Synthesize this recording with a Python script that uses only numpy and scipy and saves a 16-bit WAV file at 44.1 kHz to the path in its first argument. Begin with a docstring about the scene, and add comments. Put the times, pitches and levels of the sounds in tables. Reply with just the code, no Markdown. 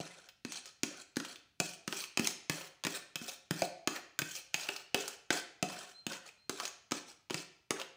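"""Scraping out a plastic tub

In a small kitchen, a spoon clears the last of a moist rice mixture out of a tub held over a frying pan.
About three strokes a second: each lands with a hollow knock on the wall and runs on as a gritty scrape,
sticking and slipping over wet grains. Now and then the tub bumps the pan, which rings dully;
a thin squeak sounds twice."""
import sys
import numpy as np
from scipy import signal
from scipy.fft import rfft, irfft, next_fast_len
from scipy.io import wavfile

SR = 44100
rng = np.random.default_rng(int(sys.argv[2]) if len(sys.argv) > 2 else 0)


def persist_wave(psi):
    """Save psi, clipped to +-1, as 16-bit WAV."""
    counts = np.round(np.clip(psi, -1, 1) * 32767).astype(np.int16)
    wavfile.write(sys.argv[1], SR, np.atleast_2d(counts).T)


N = 351036
TIME = np.arange(N) / SR

# Room tone spectrum: freq_hz, relative_db
ROOM_TONE = [(25, 15), (150, 9), (1000, -22), (4000, -10.5), (12000, -20)]
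# Decay of the kitchen reverb: freq_hz, t60_s
ROOM_DECAY = [(100, 0.36), (700, 0.55), (2500, 0.59), (5000, .5), (13000, 0.2)]
# Colour of the kitchen reverb: freq_hz, level_db
ROOM_COLOUR = [(100, -8.5), (400, -5.5), (3000, -6), (14000, -8)]
# Thin squeaks: start_s, length_s, pitch_hz, level_db
SQUEAKS = [(5.916, 0.13, 4130, -53), (6.343, 0.17, 4150, -67)]
# The tub bumps the pan: start_s, level_db
PAN_BUMPS = [(0.002, -47.5), (1.601, -38.5), (3.620, -32), (5.628, -36.5)]
# Ring of the pan, damped by its load: pitch_hz, relative_db, t60_s
PAN_MODES = [(632, -11.5, 0.1), (679, 3, 0.16), (724, -2.5, 0.23), (785, -12, 0.16), (1497, -29.5, .2)]
# Resonances of the plastic tub, plus a thin microphone peak near 15 kHz: centre_hz, width_hz, gain_db
COLOUR_PEAKS = [(1520, 140, -10.5), (2580, 365, -1.5), (5040, 470, -6), (6524, 410, -0.5), (14930, 120, 18)]
# The tilting tub aims its top end toward or away from the listener: time_s, gain_db
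FACING = [(0.0, -20), (1.2, -6), (1.9, 3), (4.4, 3.5), (5.8, -3.5), (7.9, -6.5)]
# The spoon catches on wet grains and skips: start_s, relative_db, pitch_hz
SKIPS = [(0.288, -46, 3000), (0.521, -37, 6640), (0.657, -42.5, 6040), (1.159, -41.5, 4300),
         (1.249, -37, 3300), (1.358, -45, 3500), (2.039, -38, 2560), (2.252, -36, 2560),
         (2.272, -31.5, 5780), (3.962, -38.5, 2300), (4.353, -36.5, 5540), (4.633, -37.5, 4800),
         (4.763, -35.5, 4500), (5.079, -32.5, 7300), (6.133, -38.5, 1740), (6.289, -47.5, 2549),
         (6.6, -29.5, 1110), (6.653, -31, 5650), (6.678, -38, 6460), (7.299, -35.5, 916),
         (7.799, -36, 3320), (7.815, -34.5, 3230)]
# Scrapes along the wall: start_s, time_to_peak_s, length_s, hiss_relative_db, rub_relative_db
SCRAPES = [(0.0, 0.013, 0.29, -50, -49), (0.453, 0.091, 0.13, -43.5, -50.5),
           (0.627, 0.043, 0.068, -52, -55.5), (0.841, 0.029, 0.14, -54.5, -52),
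           (0.963, 0.04, 0.042, -46, -54.5), (1.162, 0.09, 0.17, -49, -52),
           (1.592, 0.044, 0.15, -44.5, -57), (1.872, 0.095, 0.17, -41, -50), (2.19, 0.06, 0.12, -40.5, -45),
           (2.494, 0.029, 0.18, -45.5, -46.5), (2.868, 0.1, 0.1, -36.5, -38.5),
           (3.154, 0.11, 0.18, -44.5, -50.5), (3.503, 0.096, .15, -41.5, -45.5),
           (3.876, 0.089, 0.096, -45.5, -38), (4.194, 0.18, .2, -43, -56.5), (4.532, 0.066, 0.29, -43, -46),
           (4.951, .02, 0.19, -42, -44), (5.301, 0.028, 0.091, -38.5, -37.5),
           (5.634, 0.095, 0.28, -45.5, -44), (6.07, .05, 0.1, -45, -43.5), (6.23, 0.041, .06, -57.5, -53),
           (6.505, 0.13, 0.16, -40, -45.5), (6.919, 0.025, 0.067, -44, -46.5),
           (7.052, 0.032, 0.066, -52.5, -63.5), (7.298, 0.042, 0.12, -42.5, -48),
           (7.701, .11, 0.11, -51, -40)]
# EQ of the gritty hiss at the spoon's edge: freq_hz, relative_db
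HISS_EQ = [(800, -40.5), (1800, -9), (2600, 0.5), (4000, 3.5), (6000, 1), (7500, -0.5), (9500, -1.5),
           (12000, -35), (15000, -27)]
# EQ of the low rub of the wall: freq_hz, relative_db
RUB_EQ = [(90, -36), (165, 9.5), (430, -0.5), (700, 2.5), (950, -4), (1400, 2), (2100, -6.5), (5000, -24)]
# Low boom of the tub: pitch_hz, relative_db, t60_s
TUB_MODES = [(162, -9.5, 0.028), (251, -24, 0.044), (299.2, -2, 0.055), (375.5, -20.5, 0.21)]
# Hollow ring of the air in the tub: pitch_hz, relative_db, t60_s
AIR_MODES = [(400, -6.5, 0.4), (450, -13, 0.44)]
# Body, clack and tick of a knock, a row each: low_hz, high_hz, relative_db, t60_s
KNOCK_BANDS = [(348, 1230, -2, 0.062), (1030, 4440, -1.5, 0.028), (3260, 8020, -3.5, 0.015)]
# The spoon lands on the wall: start_s, strength_db, thud_relative_db, tick_relative_db, wall_hz, clack_hz
KNOCKS = [(0.002, -49, 11, 1.5, 168, 2870), (0.4498, -41, 4.5, -2, 256, 1390),
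          (0.8333, -32.5, 2.5, 5, 283, 2530), (1.1685, -34.5, 6, 1, 277, 1720),
          (1.2005, -37.5, -6, -6, 302, 1400), (1.6012, -30.5, -2, 5, 175, 2650),
          (1.878, -33.5, -2, -0.5, 207, 1260), (1.9255, -33.5, -7.5, -7, 360, 1290),
          (2.1736, -29.5, -1.5, 2, 415, 2570), (2.195, -32, 5, -3, 227, 1910),
          (2.2725, -35, -14.5, 10.5, 257, 2010), (2.4972, -29, -2.5, -0.5, 162, 1800),
          (2.838, -36, -23, -2, 385, 3550), (2.85, -31.5, -5.5, -2.5, 170, 1820),
          (2.868, -32, -0.5, 0, 308, 2240), (3.1569, -35.5, -10, 1, 164, 2600),
          (3.215, -49.5, 8, -3, 238, 1450), (3.509, -32, 5, -1.5, 170, 1590),
          (3.6202, -33.5, -2, 1, 181, 2280), (3.8744, -27.5, -0.5, -2.5, 320, 1090),
          (4.19, -29.5, -12.5, 2, 145, 1560), (4.2182, -34, -3.5, -4, 150, 2270),
          (4.5429, -28, -16, -1.5, 167, 2480), (4.6887, -31.5, -13, -34, 350, 2820),
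          (4.9451, -27.5, 3, 0, 464, 2680), (5.305, -23.5, -5.5, -10.5, 333, 1470),
          (5.6268, -31, 1.5, 2.5, 191, 2700), (6.0665, -35, -1, -1, 215, 3600),
          (6.4954, -35.5, 4, 4, 405, 1420), (6.911, -42.5, -6, -1, 260, 1590),
          (6.9194, -30, -1.5, -2.5, 292, 1330), (7.307, -36.5, 4.5, -2, 365, 2900),
          (7.3441, -34.5, -2.5, 1.5, 164, 2370), (7.707, -29.5, 2, 1.5, 410, 1275)]


def from_db(db):
    """Decibels to gain."""
    return 10 ** (np.asarray(db) / 20)


def unit_rms(x):
    """Scale to rms 1."""
    return x / np.sqrt(np.mean(x ** 2) + 1e-20)


def unit_hit(x):
    """Scale a hit to the energy of 5 ms at rms 1."""
    return x * np.sqrt(.005 * SR / np.sum(x ** 2))


def at_hz(points, hz):
    """Read a curve on a log-frequency axis."""
    freqs, values = np.transpose(points)
    return np.interp(np.log(np.maximum(hz, 1)), np.log(freqs), values)


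def add(track, start_s, sound):
    """Drop a sound onto the track."""
    start = max(round(start_s * SR), 0)
    track[start:start + len(sound)] += sound[:N - start]


def band(x, low_hz, high_hz):
    """Gentle band-pass."""
    return signal.sosfilt(signal.butter(2, [low_hz, high_hz], "band", fs=SR, output="sos"), x)


def resonance(x, hz, width_hz):
    """Two-pole resonance, unity gain at its peak."""
    return signal.lfilter(*signal.iirpeak(hz, hz / width_hz, fs=SR), x)


def coloured(x, eq):
    """Run a steady signal through an EQ curve; rms 1."""
    size = next_fast_len(N)
    gain = from_db(at_hz(eq, np.fft.rfftfreq(size, 1 / SR)))
    return unit_rms(irfft(rfft(x, size) * gain, size)[:N])


def drift(per_s):
    """Random modulator gliding through per_s values a second; rms 1."""
    knots = rng.standard_normal(4096)
    return unit_rms(np.interp(TIME * per_s, np.arange(len(knots)), knots))


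def fade(t, t60):
    """Exponential decay, 60 dB down after t60 seconds."""
    return np.exp(-np.log(1000) * t / t60)


def struck(modes, t):
    """Modes rung by one hit, each a couple of dB up or down by chance."""
    return sum(from_db(db + 2 * rng.standard_normal()) * np.sin(2 * np.pi * hz * t) * fade(t, t60)
               for hz, db, t60 in modes)


def crack(t, low_hz, high_hz, t60, snap):
    """A contact click, then a noise burst for the crowded short modes of thin plastic."""
    burst = rng.standard_normal(len(t)) * fade(t, t60)
    burst[0] += snap
    return band(burst, low_hz, high_hz)


def room_tone(level_db):
    """A faint, steady bed of bass-heavy noise."""
    return from_db(level_db) * coloured(rng.standard_normal(N), ROOM_TONE)


def kitchen_reverb(x, first_echo_s, build_s):
    """A diffuse tail that builds after the first echo and dies at its own pace in each band."""
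    t = TIME[:SR * 3 // 4]
    noise = rng.standard_normal((2, len(t)))
    edges_hz = np.geomspace(60, 17000, 13)
    onset = 1 - np.exp(-np.maximum(t - first_echo_s, 0) / build_s)
    tail = np.zeros(len(t))
    for k, (low, high) in enumerate(zip(edges_hz, edges_hz[1:])):
        hz = np.sqrt(low * high)
        envelope = onset * fade(t, at_hz(ROOM_DECAY, hz))
        envelope /= np.linalg.norm(envelope)
        tail += from_db(at_hz(ROOM_COLOUR, hz)) * band(noise[k % 2], low, high) * envelope
    return signal.fftconvolve(x, tail)[:N]


def squeaks(waver_hz, rise_hz_per_s, octave_db):
    """A thin wavering tone with a faint octave swells and fades, rising slightly."""
    out = np.zeros(N)
    for start_s, length_s, hz, db in SQUEAKS:
        t = TIME[:int(length_s * SR)]
        pitch_hz = hz + rise_hz_per_s * (t - length_s / 2) + waver_hz * drift(220)[:len(t)]
        phase = 2 * np.pi * np.cumsum(pitch_hz) / SR
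        tone = np.sin(phase) + from_db(octave_db) * np.sin(2 * phase)
        swell = np.sin(np.pi * t / length_s) ** 2
        add(out, start_s, from_db(db) * swell * tone)
    return out


def pan(bump_db):
    """The tub meets the loaded pan: a dull bump and a short ring."""
    out, t = np.zeros(N), TIME[:SR // 2]
    for start_s, db in PAN_BUMPS:
        bump = from_db(bump_db) * unit_hit(crack(t, 320, 680, t60=0.076, snap=2.6))
        add(out, start_s, from_db(db) * (struck(PAN_MODES, t) + bump))
    return out


def tub_and_mic_colour(x):
    """Layer on the resonances of the plastic tub, plus a thin, bright microphone peak near 15 kHz."""
    return x + sum(from_db(db) * resonance(x, hz, width_hz) for hz, width_hz, db in COLOUR_PEAKS)


def beaming(time_s):
    """Gain of the top end, which beams out of the opening as the tub tilts."""
    return from_db(np.interp(time_s, *np.transpose(FACING)))


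def skips(gain_db, click_db, squish_t60):
    """The spoon catches on a wet grain: a soft click and a short pitched squish."""
    out, t = np.zeros(N), TIME[:SR // 20]
    for start_s, db, hz in SKIPS:
        click = from_db(click_db) * unit_hit(crack(t, 900, 5400, t60=.014, snap=1.4))
        burst = rng.standard_normal(len(t)) * fade(t, squish_t60)
        squish = unit_hit(resonance(burst, hz, hz / 4))
        add(out, start_s, from_db(gain_db + db) * (click + squish))
    return out


def stick_slip(per_s, spread_db, smear):
    """Stick and slip over wet grains: clusters of uneven clicks on smooth friction noise."""
    sizes = from_db(spread_db * np.minimum(rng.exponential(1, N), 4)) * rng.choice([-1, 1], N)
    clustering = np.exp(.5 * drift(110))
    clicks = sizes * (rng.random(N) < clustering * per_s / SR)
    return unit_rms(clicks) + smear * rng.standard_normal(N)


def squelch(x, patchy_db, per_s):
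    """Wet pockets under the spoon open and close, so narrow resonances come and go."""
    pockets = [from_db(patchy_db * drift(per_s)) * resonance(x, hz, hz / 9) * (-1) ** k
               for k, hz in enumerate(np.geomspace(400, 12000, num=24))]
    return unit_rms(sum(pockets))


def pressure(bite_s, swell_db, ease_db_per_s, lift_db_per_s):
    """Envelopes for hiss and rub: the spoon bites, swells to its hardest push, eases and lifts off."""
    hiss, rub, t = np.zeros(N), np.zeros(N), TIME[:SR // 2]
    for start_s, peak_s, length_s, hiss_db, rub_db in SCRAPES:
        swell = swell_db * np.maximum(1 - t / peak_s, 0)
        ease = ease_db_per_s * np.maximum(t - peak_s, 0)
        lift = lift_db_per_s * np.maximum(t - length_s, 0)
        envelope = np.minimum(t / bite_s, 1) * from_db(-swell - ease - lift)
        add(hiss, start_s, from_db(hiss_db) * envelope)
        add(rub, start_s, from_db(rub_db) * envelope)
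    return hiss, rub


def scrapes(hiss_db, rub_db, sizzle_db, judder_db):
    """The spoon's edge drags under juddering pressure: gritty hiss, fine sizzle on top, low wall rub."""
    hiss_gain, rub_gain = pressure(bite_s=0.004, swell_db=18, ease_db_per_s=62.5, lift_db_per_s=603)
    grit = stick_slip(per_s=1900, spread_db=2.5, smear=0.1)
    wet_grit = squelch(grit, patchy_db=3.2, per_s=90)
    hiss = from_db(hiss_db) * coloured(wet_grit + .5 * grit, HISS_EQ)
    sizzle = from_db(sizzle_db) * beaming(TIME) * unit_rms(band(grit, 9000, 15200))
    drag = stick_slip(per_s=2000, spread_db=4, smear=1.0)
    wet_drag = squelch(drag, patchy_db=4.0, per_s=70)
    rub = from_db(rub_db) * coloured(wet_drag + 0.19 * drag, RUB_EQ)
    judder = from_db(judder_db * drift(170))
    return judder * (hiss_gain * (hiss + sizzle) + rub_gain * rub)


def knocks(wall_db, wall_cycles, boom_db, body_db, in_tune_db, ring_db, clack_q, sparkle_db):
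    """The spoon lands: the wall flexes, the tub booms and cracks; the spot sets wall and clack pitch."""
    out, t = np.zeros(N), TIME[:SR // 3]
    tub_hz, air_hz = TUB_MODES[0][0], AIR_MODES[1][0]
    for start_s, strength_db, thud_db, tick_db, wall_hz, clack_hz in KNOCKS:
        wall = from_db(wall_db) * np.sin(2 * np.pi * wall_hz * t) * fade(t, wall_cycles / wall_hz)
        # a stiff, high-pitched spot moves the whole tub less
        boom = from_db(boom_db) * tub_hz / wall_hz * struck(TUB_MODES, t)
        thud = from_db(thud_db) * band(wall + boom, 135, 890)
        # the air in the tub answers most when the wall flexes near its pitch
        in_tune = np.exp(-3 * abs(np.log(wall_hz / air_hz)))
        body_gain = from_db(body_db + in_tune_db * in_tune)
        hollow = in_tune * body_gain * struck(AIR_MODES, t)
        body, clack, tick = [crack(t, low, high, t60, snap=6.4) for low, high, _, t60 in KNOCK_BANDS]
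        clack += from_db(ring_db) * resonance(clack, clack_hz, clack_hz / clack_q)
        tick += from_db(sparkle_db) * beaming(start_s) * crack(t, 9000, 15500, t60=.007, snap=4)
        body, clack, tick = [from_db(db) * unit_hit(layer)
                             for (_, _, db, _), layer in zip(KNOCK_BANDS, (body, clack, tick))]
        knock = body_gain * body + clack + from_db(tick_db) * tick + hollow - thud
        add(out, start_s, from_db(strength_db) * knock)
    return out


def scene():
    """Mono mix: spoon, tub and pan up front, kitchen reverb around them, room tone underneath."""
    contacts = knocks(wall_db=3.5, wall_cycles=9.5, boom_db=1.0, body_db=-9, in_tune_db=7.5,
                      ring_db=6.5, clack_q=5.9, sparkle_db=-16.0)
    contacts += skips(gain_db=-7, click_db=-2.5, squish_t60=0.046)
    contacts += scrapes(hiss_db=-4, rub_db=-5.0, sizzle_db=-19.5, judder_db=2.08)
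    direct = tub_and_mic_colour(contacts) + pan(bump_db=2.5)
    direct += squeaks(waver_hz=25.1, rise_hz_per_s=900, octave_db=-23)
    bed = room_tone(level_db=-77)
    reverb = kitchen_reverb(direct, first_echo_s=0.0022, build_s=0.00073)
    return (direct + reverb + bed)[None]


def record(dry):
    """The microphone thins the deep bass; a steep cut takes off the very top."""
    low_cut = signal.butter(2, 70, "high", fs=SR, output="sos")
    high_cut = signal.ellip(10, .3, 70, 15750, fs=SR, output="sos")
    return signal.sosfilt(high_cut, signal.sosfilt(low_cut, dry))


dry = scene()
out = record(dry)
persist_wave(out)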